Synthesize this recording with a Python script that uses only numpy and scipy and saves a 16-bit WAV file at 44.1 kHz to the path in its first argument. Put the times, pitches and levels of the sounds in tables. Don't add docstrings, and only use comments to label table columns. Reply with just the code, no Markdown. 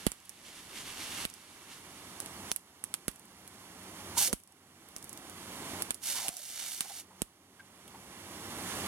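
import sys
import numpy as np
from scipy import signal
from scipy.fft import rfft, irfft, next_fast_len
from scipy.io import wavfile
from scipy.ndimage import uniform_filter1d, minimum_filter1d

SR = 44100
rng = np.random.default_rng(int(sys.argv[2]) if len(sys.argv) > 2 else 0)


def bounce(signal):
    frames = np.transpose(np.atleast_2d(signal))
    limited = np.clip(frames, -1, 1)
    pcm = np.round(limited * 32767).astype(np.int16)
    wavfile.write(sys.argv[1], SR, pcm)


N = 391166

# time_s, level_db
HISS_LEVELS = [(0, -36), (1.5, -34.5), (2.3, -40), (3.5, -41.5), (4.6, -42.5), (5.7, -39.5), (7.4, -43),
               (8.1, -42), (8.87, -38)]
# frequency_hz, gain_db
HISS_TONE = [(400, -33), (800, -3), (1100, 1.5), (1450, -3.5), (2200, -3), (3200, -5), (4500, -7.5),
             (6500, -8.5), (8500, -9.5), (11000, -7.5), (13000, -14), (16000, -32)]
# frequency_hz, gain_db
RUSH_TONE = [(20, -49), (45, -16), (80, -2), (130, -3.5), (200, 0), (340, -0.5), (480, -7), (800, -6),
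             (1400, -19.5), (3000, -28.5)]

# time_s, level_db, treble_lift_db
MUZZLE_HITS = [
    [(4.183, -28, 9), (4.212, -27, 9.5), (4.236, -18.5, 4), (4.28, -24, 5.5)],
    [(6.032, -26.5, 4.5), (6.08, -15, 1), (6.14, -19, 1.5), (6.19, -16.5, -5.5), (6.3, -26, 1.5),
     (6.43, -24, 3), (6.62, -16.5, -4), (6.73, -23.5, 3.5), (6.87, -28, -2), (7.0, -26.5, 0)],
]
# frequency_hz, gain_db
SPLASH_TONE = [(100, -18), (400, -13.5), (800, -9.5), (1200, -10), (2200, -3.5), (3500, -1), (5000, 0.5),
               (9000, 1), (11500, 0.5), (16000, -12)]
# start_s, length_s, first_hz, last_hz, level_db
MOUTH_FILLS = [(4.165, .11, 1037, 520, -32.5), (6.142, .24, 955, 620, -28)]
# start_s, pitch_hz, level_db
JAW_SMACKS = [(6.837, 805, -32), (6.889, 790, -32), (7.102, 890, -38.5), (7.593, 1550, -31.5),
              (7.876, 2980, -39.5), (7.935, 930, -36.5)]

# time_s, level_db
TREETOP_LEVELS = [(0, -36.5), (.4, -37), (.7, -35.5), (1.2, -31.5), (1.6, -38.5), (2.2, -48.5), (2.6, -83)]
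# time_s, peak_db
BRANCH_HITS = [(.48, -30), (.57, -31), (.78, -27.5), (0.884, -30), (1.02, -29.5), (1.19, -33),
               (1.729, -32.5)]
# frequency_hz, gain_db
LEAF_TONE = [(200, -8.5), (600, -15), (1400, -6), (2800, 0), (4500, -3.5), (7500, -6.5), (11000, -6.5),
             (16000, -26)]

# time_s,
# peak_db, splat_db, thud_db
SINGLE_DROPS = [(.0664, 14.5, -7, -24), (.0672, 17, -9, 3.5), (.1182, 8.5, -12, -24), (.294, 0.5, -24, -42),
                (1.252, 14.5, -1, -14), (2.2022, -4.5, -14, -31), (2.2608, -11, -10, -40),
                (2.5159, 12.5, -9, -25), (2.562, 9, -17, -37), (2.8398, 6.5, -15, -26),
                (2.9406, 9.5, -9.5, -35), (3.0814, 10, -9, -11), (3.477, -14, -14, -38),
                (4.329, 14, -9, -15.5), (4.3337, 9, -14, -4), (4.964, -7.5, -11, -18), (5.175, -14, -16, -40),
                (5.8219, -0.5, -13, -32), (5.9069, 10, -7.5, -24), (5.9447, -2.5, -18, -41),
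                (6.283, 15, -7.5, -27), (6.2897, 9.5, -8.5, -20), (6.368, 3, -21, -37),
                (6.8074, 9, -10.5, -31), (7.219, 13.5, -11.5, -12)]
# start_s, length_s, peak_db
FINE_SHOWERS = [(0.169, .17, -14), (1.268, 0.086, -7), (3.11, .1, -15), (4.38, .17, -16), (4.97, .18, -15)]
# pitch_hz, width_hz, gain_db
CASE_TICK = [(5570, 2100, -7), (7760, 2360, -3), (10560, 2040, -1)]
# pitch_hz, width_hz, gain_db
CASE_SPLAT = [(940, 950, -3), (2800, 1460, 1)]
# pitch_hz, width_hz, gain_db
CASE_THUD = [(45, 31, -10), (191, 110, 0.5), (486, 520, 0)]
# delay_s, level_db, decay_s
CLICK_ECHOES = [(0, 1, 0.00025), (.0011, -14, 0.00056), (.0056, -23.5, .0007), (.0075, -24, 0.00056)]

# multiple_of_firing_rate, level_db
ENGINE_TONES = [(1, -59), (2, -57.5), (3, -63), (4, -65)]

# frequency_hz, left_minus_right_db
PORT_SHADE = [(100, 0), (700, 0), (1300, -1.5), (2400, -6), (4400, -6.5), (8000, -8.5), (15000, -9)]
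# frequency_hz, likeness_0_to_1
PORT_LIKENESS = [(100, .98), (600, 1), (1500, .75), (4000, 0.63), (9000, 0.66), (15000, 0.61)]
MIC_NOTCHES = [2514, 3980, 5006, 7460, 9930]


def hose(flight_s=.19, lag_s=0.00011):
    jet_db, = in_time(HISS_LEVELS)
    t = np.arange(N) / SR - flight_s
    blocked = sum((t > curve[0][0]) * (t < curve[-1][0]) * 1.0 for curve in MUZZLE_HITS)
    blocked = uniform_filter1d(blocked, size=SR // 10)
    hiss_db = jet_db - 4 * blocked
    rush_db = -43.5 + 0.6 * (jet_db - jet_db.mean()) - 3 * blocked
    hiss = at_ports(droplets(per_s=14000, spread_db=3.0, mist=1.22), HISS_TONE, shade=1.08, lag_s=lag_s)
    rush = at_ports(rng.standard_normal((3, N)), RUSH_TONE, shade=0.52, lag_s=lag_s)
    hiss = hiss * from_db(hiss_db + .5 * drift(per_s=35))
    rush = rush * from_db(rush_db + 0.84 * drift(per_s=22))
    return hiss + rush


def droplets(per_s, spread_db, mist):
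    sizes = from_db(spread_db * np.minimum(rng.exponential(1, (3, N)), 3))
    signs = rng.choice([-1, 1], (3, N))
    lands = rng.random((3, N)) < per_s / SR
    return rms_one(sizes * signs * lands) + mist * rng.standard_normal((3, N))


def muzzle_splash():
    impacts = droplets(per_s=2200, spread_db=4.0, mist=0.68)
    splash = at_ports(impacts, SPLASH_TONE, shade=0.54, lag_s=.00003)
    splash = rms_one(splash + from_db(-13.0) * np.roll(splash, round(.00135 * SR), axis=1))
    body = signal.sosfilt(signal.butter(1, 4500, fs=SR, output="sos"), splash)
    treble = splash - body
    clumps_db = 1.3 * drift(per_s=260)
    out = 0
    for curve in MUZZLE_HITS:
        level_db, lift_db = in_time(curve)
        gain = from_db(level_db + contact_db(curve) + clumps_db)
        out = out + (body + treble * from_db(lift_db)) * gain
    return out


def contact_db(curve, rise_db_per_s=900, fall_db_per_s=580):
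    t = np.arange(N) / SR
    before_s, after_s = np.maximum(curve[0][0] - t, 0), np.maximum(t - curve[-1][0], 0)
    return -rise_db_per_s * before_s - fall_db_per_s * after_s


def mouth_sloshes(fade_cycles=17.4):
    out, t = np.zeros(N), np.arange(SR // 4) / SR
    for start_s, hz, db in JAW_SMACKS + gurgles():
        slosh = rng.standard_normal(len(t)) * t * np.exp(-(t * hz / fade_cycles) ** 2)
        ring = peak_one(resonate(slosh, [(hz, 0.1 * hz, 0)]))
        add(out, from_db(db) * 1.85 * ring, start_s)
    return out


def gurgles(gap_s=.036, fade_db=6, wander_octaves=.13, spread_db=2.5):
    rows = []
    for start_s, length_s, first_hz, last_hz, db in MOUTH_FILLS:
        for filled in np.linspace(0, 1, round(length_s / gap_s) + 1):
            pitch, strength = rng.uniform(-1, 1, 2)
            hz = first_hz * (last_hz / first_hz) ** filled * 2 ** (wander_octaves * pitch)
            rows.append((start_s + length_s * filled, hz, db - fade_db * filled + spread_db * strength))
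    return rows


def leaf_patter(branch_s=0.035):
    t = np.arange(N) / SR
    treetop_db, = in_time(TREETOP_LEVELS)
    branch_power = sum(from_db(db) ** 2 * np.exp(-((t - s) / branch_s) ** 2) for s, db in BRANCH_HITS)
    gain = np.sqrt(from_db(treetop_db) ** 2 + branch_power)
    impacts = droplets(per_s=4000, spread_db=4.5, mist=0.46)
    return gain * at_ports(impacts, LEAF_TONE, shade=0.36, lag_s=.00002)


def drops_on_case(lead_s=0.02):
    out, t = np.zeros((2, N)), np.arange(SR // 4) / SR - lead_s
    echoes = CLICK_ECHOES + [(0, -26.5, 0.0079), (0, -39, 0.047)]
    burst = sum(from_db(db) * (t >= delay_s) * np.exp(-np.abs(t - delay_s) / decay_s)
                for delay_s, db, decay_s in echoes)
    swell = np.exp(-np.abs(t) / np.where(t < 0, .0015, .0002))
    thud = peak_one(resonate(swell, CASE_THUD))
    lone_drops = fine_drops(0, N / SR, peak_db=-20, per_s=.8)
    showers = [drop for shower in FINE_SHOWERS for drop in fine_drops(*shower, per_s=26)]
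    click_sides, thud_sides = from_db([[-5.5], [0]]), from_db([[-19], [0]])
    for time_s, peak_db, splat_db, thud_db in SINGLE_DROPS + lone_drops + showers:
        forces = rng.standard_normal((2, len(t))) * burst
        tick = np.array([peak_one(resonate(force, CASE_TICK)) for force in forces])
        splat = np.array([peak_one(resonate(force, CASE_SPLAT)) for force in forces])
        hit = (tick + from_db(splat_db) * splat) * click_sides + from_db(thud_db) * thud * thud_sides
        add(out, from_db(peak_db) * peak_one(hit), time_s - lead_s)
    return out


def fine_drops(start_s, length_s, peak_db, per_s, spread_db=1.5, splat_db=-20, thud_db=-40):
    count = max(round(length_s * per_s), 1)
    return [(start_s + length_s * (k + when) / count, peak_db + spread_db * (2 * size - 1),
             splat_db, thud_db) for k, (when, size) in enumerate(rng.random((count, 2)))]


def far_engine(firing_hz=94.2):
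    phase = 2 * np.pi * np.cumsum(firing_hz * (1 + 0.0064 * drift(per_s=4))) / SR
    return sum(np.sqrt(2) * from_db(db + 2.0 * drift(per_s=9)) * np.sin(multiple * phase)
               for multiple, db in ENGINE_TONES)


def at_ports(streams, tone, shade, lag_s):
    size = next_fast_len(N, real=True)
    hz = np.arange(size // 2 + 1) * SR / size
    shared, *separate = rfft(streams, size)
    alike = np.clip(at_hz(PORT_LIKENESS, hz), 0, 1)
    left, right = np.sqrt(alike) * shared + np.sqrt(1 - alike) * np.array(separate)
    delay = np.exp(-2j * np.pi * hz * lag_s)
    tilt = from_db(shade * at_hz(PORT_SHADE, hz) / 2)
    spectrum = np.array([left * delay * tilt, right / tilt]) * from_db(at_hz(tone, hz))
    return rms_one(irfft(spectrum, size)[:, :N])


def auto_volume(x, ceiling_db=-8.5, hold_s=0.13, recovery_db_per_s=15.5):
    over_db = np.maximum(20 * np.log10(np.abs(x).max(axis=0) + 1e-9) - ceiling_db, 0)
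    over_db[0] = 15
    half_hold = int(hold_s * SR / 2)
    held_db = -minimum_filter1d(-over_db, 2 * half_hold + 1, origin=half_hold, mode="nearest")
    recovery_db = recovery_db_per_s * np.arange(N) / SR
    duck_db = np.maximum.accumulate(held_db + recovery_db) - recovery_db
    return x * from_db(uniform_filter1d(minimum_filter1d(-duck_db, size=111), size=111))


def resonate(x, rings):
    out = 0
    for k, (hz, width_hz, db) in enumerate(rings):
        radius = np.exp(-np.pi * width_hz / SR)
        poles = [1, -2 * radius * np.cos(2 * np.pi * hz / SR), radius ** 2]
        ring = (1 - radius ** 2) / 2 * signal.lfilter([1, 0, -1], poles, x)
        out = out + (-1) ** k * from_db(db) * ring
    return out


def drift(per_s):
    points = rng.standard_normal(int(N / SR * per_s) + 2)
    return rms_one(np.interp(np.arange(N) / SR * per_s, np.arange(len(points)), points))


def in_time(rows):
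    time_s, *columns = np.transpose(rows)
    return [np.interp(np.arange(N) / SR, time_s, column) for column in columns]


def at_hz(rows, hz):
    known_hz, values = np.transpose(rows)
    return np.interp(np.log(hz + 1), np.log(known_hz), values)


def add(out, sound, start_s):
    at = max(round(start_s * SR), 0)
    out[..., at:at + sound.shape[-1]] += sound[..., :N - at]


def from_db(db):
    return np.exp(np.asarray(db) * (np.log(10) / 20))


def rms_one(x):
    return x / np.sqrt(np.mean(x ** 2) + 1e-20)


def peak_one(x):
    return x / np.abs(x).max()


def scene():
    return hose() + leaf_patter() + muzzle_splash() + mouth_sloshes() + far_engine() + drops_on_case()


def record(dry, cutoff_hz=16900):
    out = auto_volume(dry)
    for hz in MIC_NOTCHES:
        out = signal.lfilter(*signal.iirnotch(hz, hz / 110, fs=SR), out)
    return signal.sosfilt(signal.cheby2(16, 60, cutoff_hz, fs=SR, output="sos"), out)


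dry = scene()
out = record(dry)
bounce(out)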